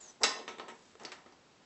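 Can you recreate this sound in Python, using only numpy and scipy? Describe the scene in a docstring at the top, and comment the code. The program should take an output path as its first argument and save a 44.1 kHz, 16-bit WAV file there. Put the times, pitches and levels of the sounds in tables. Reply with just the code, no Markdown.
"""Scooter footpeg folding out

A small, hard-walled room, one microphone close to the peg, faint hiss behind. A hand swings the
metal peg out: after a thin squeak it snaps against its stop and rings into the room. Then it
clicks and knocks in its hinge as the fingers shift and rub on it."""
import sys
import numpy as np
from scipy import signal
from scipy.fft import rfft, irfft
from scipy.io import wavfile
from scipy.ndimage import uniform_filter1d

SR = 44100
rng = np.random.default_rng(int(sys.argv[2]) if len(sys.argv) > 2 else 0)


def store_wav(level_fs):
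    """Save 16-bit WAV to argv[1]."""
    pcm = np.round(np.clip(np.atleast_2d(level_fs), -1, 1) * 32767)
    wavfile.write(sys.argv[1], SR, pcm.T.astype(np.int16))


N = 72765


def amp(db):
    """Decibels to gain."""
    return 10 ** (np.asarray(db) / 20)


def read(points, hz):
    """Interpolates (frequency, value) rows on a logarithmic frequency axis."""
    f, value = np.transpose(points)
    return np.interp(np.log(hz + 1), np.log(f + 1), value)


def add(mix, start_s, sound):
    """Mixes a sound in at a time."""
    part = mix[max(round(start_s * SR), 0):][:len(sound)]
    part += sound[:len(part)]


def axes():
    """Times and frequencies of a one-second sound."""
    return np.arange(SR) / SR, np.fft.rfftfreq(SR, 1 / SR)


def bell(hz, centre, width):
    """A resonance curve of height one."""
    return 1 / (1 + ((hz - centre) / width) ** 2)


def fade(t, t60):
    """Falls by 60 dB in t60."""
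    return amp(-60 * t / t60)


def coloured(white, db):
    """Gives white noise of unit power a spectrum in dB per kHz."""
    return irfft(rfft(white) * amp(db), len(white)) * np.sqrt(SR / 2000)


def tick(db):
    """A single minimum-phase impulse with the given spectrum in dB per kHz."""
    cepstrum = irfft(np.log(amp(db)))
    cepstrum[1:SR // 2] *= 2
    cepstrum[SR // 2 + 1:] = 0
    return irfft(np.exp(rfft(cepstrum))) * np.sqrt(SR / 2000)


def ring(modes, t60s, t, rise_s=0.003):
    """Freely dying modes of a struck part."""
    tones = sum(amp(db) * fade(t, read(t60s, hz)) * np.sin(2 * np.pi * (hz * t + rng.random()))
                for hz, db in modes)
    return (1 - np.exp(-t / rise_s)) * tones


# Noise floor at the microphone: f/Hz, level/dB per kHz
HISS_SPECTRUM = [(25, -79.5), (55, -76), (85, -65.5), (115, -69), (220, -62), (450, -66), (900, -68.5),
                 (2000, -73.5), (4500, -76.5), (7800, -81.5)]
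def hiss():
    """Steady, faint hiss behind everything."""
    return coloured(rng.standard_normal(N), read(HISS_SPECTRUM, np.fft.rfftfreq(N, 1 / SR)))


# Reverberation of the small room: f/Hz, t60/s
ROOM_T60 = [(60, 0.72), (200, 0.7), (450, 0.57), (1000, 0.45), (2000, 0.43), (4000, 0.33), (8000, 0.32)]
def room_tail(db, rise_s=0.002):
    """Diffuse echo off the hard walls nearby; the treble dies first."""
    t, hz = axes()
    centres, t60s = np.transpose(ROOM_T60)
    spectrum = rfft(coloured(rng.standard_normal(SR), db))
    bands = [irfft(spectrum * read(list(zip(centres, share)), hz)) for share in np.eye(len(centres))]
    return (1 - np.exp(-t / rise_s)) * sum(band * fade(t, t60) for band, t60 in zip(bands, t60s))


# Small parts radiate little bass: f/Hz, gain/dB
BASS_LOSS = [(25, -31.5), (60, -22), (100, -20), (160, -13), (240, -2), (340, -1)]
# Resonances of the frame and bodywork behind the peg: f/Hz, lift/dB
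FRAME_RESONANCES = [(232, 5.5), (372, 5), (450, 9.5), (605, 5), (735, 5), (900, 3), (1030, 4.5),
                    (1280, 4.5), (1850, 5.5), (2750, 2.5), (3700, 2.5)]
def frame_colour(hz):
    """Colour in dB of whatever shakes the frame: little bass and hollow resonances in the middle."""
    lift = sum(db * bell(hz, centre, width=0.057 * centre) for centre, db in FRAME_RESONANCES)
    valley = -2.5 * bell(hz, 0, width=FRAME_RESONANCES[-1][0])
    return read(BASS_LOSS, hz) + lift + valley


# Points of a rub's spectrum: f/Hz
RUB_BANDS = [370, 1000, 2500, 6000]
# Rubs of hand and hinge: t/s, length/s, level/dB per kHz at each of RUB_BANDS before the frame's colour
RUB_STROKES = [ (0, .11, -67.5, -65.5, -73.5, -65), (.203, 0.099, -41, -45.5, -73, -64.5),
               (.348, 0.023, -49.5, -47, -74, -80), (.615, 0.0075, -45, -57, -74, -81),
               (0.739, 0.18, -74, -74, -78.5, -75), (1.003, 0.059, -50, -53, -67.5, -74.5),
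               (1.06, 0.022, -54, -54.5, -59.5, -76), ]
def rubs(grains_per_s=900, grain_share=0.25, rise_s=0.011):
    """Grainy friction, heard close, while the peg turns or the fingers slide on its grip."""
    out, (t, hz) = np.zeros(N), axes()
    chance = grains_per_s / SR
    for start, length, *colour in RUB_STROKES:
        slips = (rng.random(SR) < chance) * rng.standard_normal(SR) / np.sqrt(chance)
        friction = np.sqrt(grain_share) * slips + np.sqrt(1 - grain_share) * rng.standard_normal(SR)
        level = np.minimum(t / rise_s, 1) * fade(np.maximum(t - length, 0), t60=0.24)
        db = read(list(zip(RUB_BANDS, colour)), hz) + frame_colour(hz)
        add(out, start, level * coloured(friction, db))
    return out


# Glide of the squeak: t/s, f/Hz
SQUEAK_PITCH = [(0, 7560), (.023, 7042), (.057, 6476), (.112, 5900)]
def squeak(level_db=-54, end_s=0.11, edge_s=0.0017, waver_depth=0.54):
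    """A thin, wavering whistle that falls in pitch as the peg swings out."""
    t = np.arange(N) / SR
    waver = uniform_filter1d(rng.standard_normal(N), size=200)
    gate = np.clip(np.minimum(t, end_s - t) / edge_s, 0, 1)
    level = amp(level_db) * gate * (1 + waver_depth * waver / waver.std())
    pitch = np.interp(t, *np.transpose(SQUEAK_PITCH))
    return level * np.sin(2 * np.pi * np.cumsum(pitch) / SR)


# Modes of the hinge bracket: f/Hz, relative level/dB
BRACKET_MODES = [ (232, -8), (368, -2), (453, -1), (753, -7), (930, -5), (997, -6), (1067, -7), (1303, 1),
                 (2222, -7), (5448, -4), (6078, -3), ]
# Ring time of the bracket: f/Hz, t60/s
BRACKET_DECAY = [(300, .28), (1300, .31), (6000, .19)]
# Points of a click's spectrum: f/Hz
CLICK_BANDS = [370, 900, 1700, 3600, 5300, 7300]
# Blows in the hinge: t/s, level/dB per kHz at each of CLICK_BANDS before ping and frame colour,
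# clatter t60/s, room gain/dB, ping f/Hz, ping lift/dB, bracket gain/dB
HINGE_BLOWS = [ (0.2162, -53, -50.5, -55, -77.5, -57.5, -72, 0.05, 5.5, 5040, 2.4, -74),
               (0.2344, -53.5, -33.5, -35, -33.5, -24, -29, 0.023, -21, 5300, 9.8, -56),
               (0.2381, -37, -29.5, -26.5, -27, -27, -30.5, 0.067, -13, 5200, 2.9, -52.5),
               (0.389, -45, -51.5, -62.5, -56, -58, -70, 0.13, -4.5, 420, 1.3, -64),
               (.4795, -44, -45.5, -45.5, -46.5, -57.5, -57.5, 0.091, -5, 6100, 5.9, -46),
               (0.584, -46, -48.5, -51, -56.5, -71, -65, 0.057, -7.5, 720, 1.5, -66),
               (.5975, -42.5, -37, -47, -49, -62, -65.5, 0.05, -10, 4500, 9.9, -51),
               (0.6829, -49.5, -46, -52.5, -56.5, -70.5, -61, 0.23, -15, 8200, 3.5, -51.5),
               (0.7, -50.5, -67, -44.5, -67, -63.5, -83, 0.027, -15.5, 5030, 5.6, -58),
               (.954, -47, -58, -63.5, -62, -76, -67, 0.019, -24, 1400, 6, -84),
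               (.998, -68, -57, -58.5, -66, -65.5, -69, 0.086, -5, 5640, 3.7, -66),
               (1.0356, -65.5, -56, -67, -70, -56, -62.5, 0.018, -23, 6700, 15, -71),
               (1.0507, -43.5, -63, -44.5, -48, -42.5, -52.5, 0.043, -14, 4480, 8.6, -57),
               (1.119, -61, -44.5, -45, -51, -53, -56, 0.074, -9, 700, 4.7, -59.5),
               (1.262, -50, -59, -58.5, -68, -74, -75, 0.043, -9, 1100, 1.2, -65),
               (1.324, -57, -59, -79, -76, -67, -78, 0.085, -11, 4750, 6.9, -77), ]
def hinge_clicks(tick_s=0.0011, ring_follow=0.5, pivot_hz=1310):
    """Metal meets metal close by: a tick and clatter with one ping, the bracket's ring, then the room."""
    out, (t, hz) = np.zeros(N), axes()
    for start, *colour, t60, room_db, ping_hz, ping_db, bracket_db in HINGE_BLOWS:
        blow_db = read(list(zip(CLICK_BANDS, colour)), hz) + ping_db * bell(hz, ping_hz, width=270)
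        db = blow_db + frame_colour(hz)
        force = rng.standard_normal(SR) * fade(t, t60)
        force[0] = np.sqrt(tick_s * SR)  # first impact: the energy of tick_s of undamped clatter
        contact = signal.fftconvolve(force, tick(db))[:SR]
        # the bracket's modes partly follow the colour of each blow
        tilt_db = ring_follow * (blow_db - np.interp(pivot_hz, hz, blow_db))
        modes = [(f, level + np.interp(f, hz, tilt_db)) for f, level in BRACKET_MODES]
        bracket = amp(bracket_db) * ring(modes, BRACKET_DECAY, t)
        add(out, start, contact + bracket + amp(room_db) * room_tail(db))
    return out


# Modes of the footpeg: f/Hz, relative level/dB
FOOTPEG_MODES = [ (824, -7), (1038, -4), (1059, -1), (1274, -7), (1495, -9), (1823, -4), (1863, -9),
                 (2011, -7), (2208, -6), (2670, -4), (2714, -6), (3065, -11), (3424, -7), (3467, -6),
                 (3681, -5), (3960, 2), (3985, -3), (4678, -8), (5018, -1), (5049, 2), (5224, -7),
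                 (5440, -6), (5510, -4), (5895, -4), (6361, -4), (6428, -4), (7267, -5), (7930, -10), ]
# Ring time of the footpeg: f/Hz, t60/s
FOOTPEG_DECAY = [(1000, 0.6), (4000, 0.41), (8000, 0.43)]
def peg_ring(start_s=0.236, ring_gain_db=-39.5, echo_gain_db=-24):
    """Hitting its stop sets the whole peg ringing, and its resonances fill the room."""
    out, (t, hz) = np.zeros(N), axes()
    power = sum(amp(db) ** 2 * bell(hz, centre, width=15) for centre, db in FOOTPEG_MODES)
    echo = room_tail(echo_gain_db + 10 * np.log10(power) + read(BASS_LOSS, hz))
    direct = amp(ring_gain_db) * ring(FOOTPEG_MODES, FOOTPEG_DECAY, t)
    add(out, start_s, direct + echo)
    return out


def scene():
    """Peg, hand and room at one close microphone."""
    return (hinge_clicks() + peg_ring() + rubs() + squeak() + hiss())[None]


def record(dry):
    """The recorder's band limit cuts the treble above about 8 kHz."""
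    lowpass = signal.firwin(501, 8010, window=("kaiser", 7), fs=SR)
    return signal.oaconvolve(dry, lowpass[None], "same")


dry = scene()
out = record(dry)
store_wav(out)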